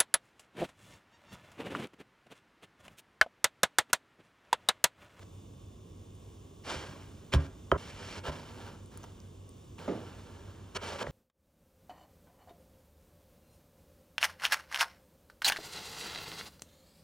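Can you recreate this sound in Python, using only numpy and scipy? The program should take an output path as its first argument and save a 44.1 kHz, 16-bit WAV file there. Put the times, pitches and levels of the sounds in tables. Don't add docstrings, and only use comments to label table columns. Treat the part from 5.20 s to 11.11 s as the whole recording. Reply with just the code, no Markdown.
import sys
import numpy as np
from scipy import signal
from scipy.fft import rfft, irfft
from scipy.io import wavfile

SR = 44100
rng = np.random.default_rng(int(sys.argv[2]) if len(sys.argv) > 2 else 0)


def bounce(signal):
    frames = np.transpose(np.atleast_2d(signal))
    limited = np.clip(frames, -1, 1)
    pcm = np.round(limited * 32767).astype(np.int16)
    wavfile.write(sys.argv[1], SR, pcm)


N = 260631
T = np.arange(N) / SR

# f/Hz, relative level/dB
WHINES = [(1050, -83), (1120, -82), (2697, -89), (2896, -86), (2993, -85), (3192, -86), (3494, -84),
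          (3591, -82)]
# f/Hz, relative level per Hz/dB
KITCHEN_AIR = [(22, -9.5), (45, 8), (90, 4), (250, -3), (420, -6.5), (600, -19)]
# f/Hz, relative level per Hz/dB
DIFFUSE_AIR = [(100, 14), (300, 14.5), (700, 12), (1200, 5.5)]
# f/Hz, relative level per Hz/dB
NO_TREBLE = [(2200, -75)]
# f/Hz, level per Hz/dB
VENT_AIR = [(300, -110), (500, -95), (800, -101), (1080, -98.5), (1400, -107), (1950, -111), (2900, -104.5),
            (3600, -106), (4200, -111)]
# f/Hz, level per Hz/dB
MIC_HISS = [(6000, -106.5), (8000, -105), (10000, -106), (12000, -109), (14000, -109), (15600, -105)]
# t/s, rise/s, hold/s, fade per 20 dB/s (5 ms at least), rub level/dB,
# bright level against the rub/dB
STROKES = [(0.005, 0.018, .01, -0.14, -58, -7.5), (1.434, 0.068, 0.024, 0.16, -41, -2),
           (1.562, 0.054, 0.012, 0.16, -53, -10.5), (1.661, 0.037, .09, 0.08, -61, -9.5),
           (1.796, 0.022, 0.075, 1.27, -67.5, -5), (2.118, 0.019, 0.0066, 0.03, -36, -2.5),
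           (2.193, .01, 0.065, -0.46, -58.5, -5), (2.566, .02, 0.12, 0.03, -55.5, 0),
           (2.65, 0.26, .08, 0.02, -48.5, -1.5), (3.031, 0.037, 0.019, 0.0358, -38.5, -12.5),
           (3.11, 0.015, 0.045, 0.2747, -51, -5.5), (3.253, 0.028, .1, 0.09, -61.5, -18.5),
           (3.359, 0.095, 0.026, 0.14, -52, -12.5), (3.705, 0.014, 0.068, 0.5, -61.5, -12),
           (3.83, 0.012, .005, -0.89, -54.5, -25), (4.579, 0.006, 0.0061, 1.43, -51.5, -11),
           (5.546, 0.021, 0.0054, -0.005, -39.5, 2), (5.602, 0.041, 0.087, 0.13, -44.5, -3.5),
           (5.782, 0.036, 0.011, -0.09, -39, -6.5), (5.86, 0.011, .05, .1, -59, -11)]
# f/Hz, relative level per Hz/dB
RUB_DULL = [(200, -77), (400, 6), (1000, 3.5), (1700, 0), (2300, -9), (3000, -3.5), (6000, -18)]
# f/Hz, relative level per Hz/dB
RUB_BRIGHT = [(1200, -7.5), (2500, -1), (3300, -2), (4500, -3.5), (5600, -3), (8000, -11.5), (10500, -50),
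              (13000, -44)]
# f/Hz, relative level per Hz/dB
SHEEN = [(6000, -9), (9000, 28), (12000, -27), (15600, 12)]
# f/Hz, relative level per Hz/dB
SHAKE = [(40, -12), (80, 9.5), (150, 6.5), (300, 0.5), (500, -21)]
# f/Hz, relative level/dB, free t60/s
PAN_MODES = [(275, -9, .14), (342, -9, .1), (387, -1, .11), (423, -2, .11), (522, -3, .08), (576, 0, .15),
             (661, -4, .15), (712, -9, .1), (975, -3, .08), (1197, 0, .03), (1400, -3, .04),
             (1640, -1, .05), (1750, -5, .04), (1900, -10, .04), (2400, -12, .05), (3050, -10, .03),
             (3280, -10, .03), (3600, -16, .05), (4570, -18, .03), (5580, -16, .04)]
# t/s, peak level/dB, contact cut-off f/Hz, damping (share of the free ring time)
BLOWS = [(.025, -54, 2020, 0.29), (1.511, -32.5, 2500, 0.3), (1.641, -48, 2500, 0.24),
         (1.758, -46, 2500, 0.22), (2.131, -38.5, 2480, 0.22), (2.135, -22, 2500, 0.35),
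         (2.517, -13, 960, 0.57), (2.537, -30.5, 744, 0.45), (3.064, -33.5, 1520, 0.85),
         (3.079, -28.5, 1530, 0.7), (3.094, -32, 910, 0.22), (4.678, -27, 950, 0.11),
         (5.717, -33, 2500, 0.23), (5.811, -28.5, 2500, 0.44), (5.817, -32.5, 2520, 0.5),
         (5.838, -35.5, 1500, 0.31)]
# t/s, level/dB, f/Hz, ring time constant/ms
TICKS = [(0.9525, -47, 8900, 0.59), (1.824, -45, 2190, 0.59), (2.125, -28.5, 2350, 0.71),
         (2.1304, -22, 2280, 1), (2.138, -14, 3220, 0.8), (2.516, -27.5, 3090, 4), (2.5173, -9, 1284, 2),
         (3.66, -47.5, 8760, 1.2), (3.7734, -47, 1280, 1.5), (3.7744, -35.5, 9030, 1.6),
         (3.8322, -43.5, 6250, 0.57), (3.84, -43, 6150, 0.86), (3.8412, -33, 1130, 0.78),
         (4.0026, -42.5, 5600, 0.43), (4.292, -45.5, 8600, 1.5), (4.5907, -36, 2470, 0.71),
         (5.868, -30.5, 1880, 1.2), (5.872, -25.5, 560, 2.6)]
# t/s, push level/dB, push length/s
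THUDS = [(1.556, -35, 0.0094), (2.139, -24.5, 0.0053), (2.149, -18, 0.0048), (2.164, -20.5, 0.0064),
         (2.52, -30, 0.0033), (2.535, -30.5, 0.0051), (3.082, -32.5, 0.007), (5.882, -37.5, 0.0044)]
# f/Hz, relative level/dB, t60/s
COUNTER_MODES = [(60.5, -12, 0.097), (77, 2, 0.19), (120, -5.5, 0.13), (148.8, 2.5, 0.26), (218, -30, 0.13),
                 (274, -4, 0.4), (320, -49, .15)]
# f/Hz, relative level per Hz/dB
BUMP_LOW = [(60, -18), (150, -3), (250, 0), (450, -3), (800, -13), (1300, -24), (3000, -55)]
# f/Hz, relative level per Hz/dB
BUMP_TREBLE = [(600, -8), (1100, 0), (2300, -11), (4000, -19), (7000, -24), (10000, -40)]
# f/Hz, phase lead of left/rad, left minus right level/dB
PORTS = [(30, 0.016, 0.5), (208, 0.16, -2), (465, 0.59, -4), (955, 0.3, -.5), (1990, 0.28, 0),
         (2980, 1.48, -1.5), (3640, 0.54, -2.5), (5270, 0.64, 0), (6970, 1.28, 0)]
# f/Hz, phase lead of left/rad, left minus right level/dB
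PORTS_OPPOSED = [(9400, np.pi, 0), (13400, np.pi, 0), (14500, 3.4, 0), (15200, 3.8, 0), (15800, 4.4, 0)]

SPLICE_S, SPLICE_FADE_S = 2.574, 0.0075
HUM_HZ, HUM_RELATIVE_DB, BEAT_TOPS_S = (93.2, 99.8), (-57.5, -60.5), (0.771, 3.925)
KITCHEN_AIR_DB, DIFFUSE_AIR_DB = -52, -65.5
GRAINS_PER_S, GRAIN_SPREAD_DB = 2500, 2.5
PAN_SHARE_DB, PAN_BRIGHT_SHARE_DB = -5, -6
SHEEN_DB = -11.5
RUB_UNLIKE = 0.076
SHAKE_DB, SHAKE_FOLLOWS = -54, 0.26
ROOM_T60_S, ROOM_DB, ROOM_CUT_HZ, ROOM_UNLIKE = 0.4, -17, 1730, 0.2
LOW_MODES_LATE = 0.78
CLEAR_BELOW_HZ, TICK_HISS = 1970, 0.46
BUMP_S, BUMP_DB, BUMP_T60_S = 4.679, -31, 0.48
BUMP_TREBLE_DB, BUMP_TREBLE_T60_S = -44, 0.3
LOW_CUT_HZ, HIGH_STOP_HZ = 54, 16200
OPPOSITE = np.array([[1], [-1]])


def from_db(db):
    return 10 ** (np.asarray(db) / 20)


def rms_one(x):
    return x / np.sqrt(np.mean(x ** 2) + 1e-20)


def at_hz(points, column=1):
    points = np.array(points)
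    bins_hz = np.fft.rfftfreq(N, 1 / SR)
    return np.interp(np.log(bins_hz + 1), np.log(points[:, 0]), points[:, column])


def colour(x, spectrum):
    return rms_one(irfft(rfft(x) * from_db(at_hz(spectrum)), N))


def drift(rate_hz):
    r = np.exp(-2 * np.pi * rate_hz / SR)
    wander = signal.lfilter([1], [1, -2 * r, r * r], rng.standard_normal(N + SR))
    return rms_one(wander[SR:])


def body(force, modes):
    out = 0
    for hz, level_db, t60 in modes:
        r = from_db(-60 / (t60 * SR))
        w = 2 * np.pi * hz / SR
        push = [0, from_db(level_db) * np.sin(w)]
        resonance = [1, -2 * r * np.cos(w), r * r]
        out = out + signal.lfilter(push, resonance, force + 1e-18)
    return out


def add(out, s, sound):
    at = round(s * SR)
    sound = sound[:N - at]
    out[int(s > SPLICE_S), at:at + len(sound)] += sound


def appliances():
    since_top = T - np.where(T < SPLICE_S, *BEAT_TOPS_S)
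    hum = 0
    for hz, db in zip(HUM_HZ, HUM_RELATIVE_DB):
        hum = hum + from_db(db + 4.5 + 0.6 * drift(10)) * np.sin(2 * np.pi * hz * since_top)
    waver = np.cumsum(drift(8)) * 0.00019 / SR
    whine = sum(from_db(db + 5) * np.sin(2 * np.pi * hz * (T + waver)) for hz, db in WHINES)
    air = colour(rng.standard_normal(N), KITCHEN_AIR + NO_TREBLE)
    air = from_db(KITCHEN_AIR_DB + 0.33 * drift(16)) * air
    diffuse = from_db(DIFFUSE_AIR_DB) * colour(rng.standard_normal(N), DIFFUSE_AIR + NO_TREBLE)
    hiss = irfft(rfft(rng.standard_normal(N)) * from_db(at_hz(VENT_AIR + MIC_HISS)), N)
    hiss = hiss * np.sqrt(SR / 2) * from_db(0.62 * drift(3.2))
    return hum + whine + air + hiss + diffuse * OPPOSITE


def stroke(start, rise, hold, fade):
    since = T - start
    swell = np.clip(since / max(rise, 0.002), 0, 1) ** 0.94
    return swell * from_db(-20 * np.maximum(since - rise - hold, 0) / max(fade, 0.005))


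def rubbing():
    gains = np.zeros((3, N))
    for start, rise, hold, fade, rub_db, bright_db in STROKES:
        shake_db = SHAKE_DB + SHAKE_FOLLOWS * (rub_db + 50)
        levels = from_db([[rub_db], [rub_db + bright_db], [shake_db]])
        gains += stroke(start, rise, hold, fade) * levels
    dull_gain, bright_gain, shake_gain = gains

    sizes_db = GRAIN_SPREAD_DB * np.minimum(rng.exponential(1, N), 4)
    sizes = from_db(sizes_db) * rng.choice([-1, 1], N)
    grains = sizes * (rng.random(N) < GRAINS_PER_S / SR)
    pan_ring = rms_one(body(grains, PAN_MODES))
    dull = rms_one(colour(grains, RUB_DULL) + from_db(PAN_SHARE_DB) * pan_ring)

    unlike = RUB_UNLIKE * rng.standard_normal(N) * OPPOSITE
    fine = 0.58 * rms_one(grains) + rng.standard_normal(N) + unlike
    upper_modes = [mode for mode in PAN_MODES if mode[0] > 2000]
    upper_ring = rms_one(body(fine, upper_modes))
    bright = rms_one(colour(fine, RUB_BRIGHT) + from_db(PAN_BRIGHT_SHARE_DB) * upper_ring)
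    hiss = bright + from_db(SHEEN_DB) * colour(fine, SHEEN)

    shake = colour(rng.standard_normal(N), SHAKE)
    dull_part = from_db(1.5 * drift(25)) * dull_gain * dull
    hiss_part = from_db(0.69 * drift(42)) * bright_gain * hiss
    return dull_part + hiss_part + shake_gain * shake


def room(x):
    t = T[:SR // 2]
    decay = from_db(-60 * t / ROOM_T60_S) * np.clip(t / 0.003, 0, 1)
    common, own = rng.standard_normal((2, len(t))) * decay
    dull = signal.butter(2, ROOM_CUT_HZ, fs=SR, output="sos")
    echoes = signal.sosfilt(dull, [common + ROOM_UNLIKE * own, common - ROOM_UNLIKE * own])
    echoes = echoes / np.sqrt(np.sum(echoes ** 2) / 2)
    return x + from_db(ROOM_DB) * signal.fftconvolve(x, echoes, axes=1)[:, :N]


def blows():
    out = np.zeros((2, N))
    click = np.eye(1, SR // 3)[0]
    strengths_db = rng.normal(0, 1.5, (len(BLOWS), len(PAN_MODES)))
    for (s, peak_db, cut_hz, damping), own_db in zip(BLOWS, strengths_db):
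        contact = signal.butter(2, cut_hz, fs=SR, output="sos")
        force = signal.sosfilt(contact, click)
        ring = np.zeros(len(click))
        for k, (hz, db, t60) in enumerate(PAN_MODES):
            late = round(LOW_MODES_LATE * SR / hz)
            mode_ring = body(force, [(hz, db + own_db[k], t60 * damping)])
            ring[late:] += (-1) ** k * mode_ring[:len(ring) - late]
        add(out, s, from_db(peak_db) * ring / np.abs(ring).max())
    return out


def ticks():
    out = np.zeros((2, N))
    t = T[:900]
    noises = rng.standard_normal((len(TICKS), len(t)))
    for (s, level_db, hz, ring_ms), noise in zip(TICKS, noises):
        hiss = TICK_HISS * np.clip(hz / CLEAR_BELOW_HZ - 1, 0, 1)
        wave = np.sin(2 * np.pi * hz * t) + hiss * np.diff(noise, prepend=0)
        add(out, s, from_db(level_db) * wave * np.exp(-1000 * t / ring_ms))
    return out


def thuds():
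    force = np.zeros((2, N))
    for s, level_db, length in THUDS:
        push = np.sin(np.pi * np.clip(T[:2000] / length, 0, 1)) ** 2
        add(force, s, from_db(level_db) * push / push.sum())
    return body(force, COUNTER_MODES)


def bump_echoes():
    since = np.maximum(T - BUMP_S, 0)
    low_gain = from_db(BUMP_DB - 60 * since / BUMP_T60_S)
    treble_gain = from_db(BUMP_TREBLE_DB - 60 * since / BUMP_TREBLE_T60_S)
    low = low_gain * colour(rng.standard_normal(N), BUMP_LOW)
    treble = treble_gain * colour(rng.standard_normal(N), BUMP_TREBLE)
    return np.clip(since / 0.0015, 0, 1) * (low + treble)


def scene():
    before, after = blows() + ticks()
    thud_before, thud_after = thuds()
    rub = rubbing()
    fade = np.clip((SPLICE_S - T) / SPLICE_FADE_S, 0, 1)
    first = room(before + rub * (T < SPLICE_S)) + thud_before
    second = room(after + rub * (T >= SPLICE_S)) + thud_after
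    return fade * first + second + bump_echoes() + appliances()


def record(dry):
    response = PORTS + PORTS_OPPOSED
    half = np.exp(0.5j * at_hz(response)) * from_db(at_hz(response, column=2) / 2)
    ports = irfft(rfft(dry) * [half, 1 / half], N)
    low_cut = signal.butter(2, LOW_CUT_HZ, "high", fs=SR, output="sos")
    top_cut = signal.cheby2(16, 70, HIGH_STOP_HZ, fs=SR, output="sos")
    return signal.sosfilt(top_cut, signal.sosfilt(low_cut, ports))


dry = scene()
out = record(dry)
bounce(out)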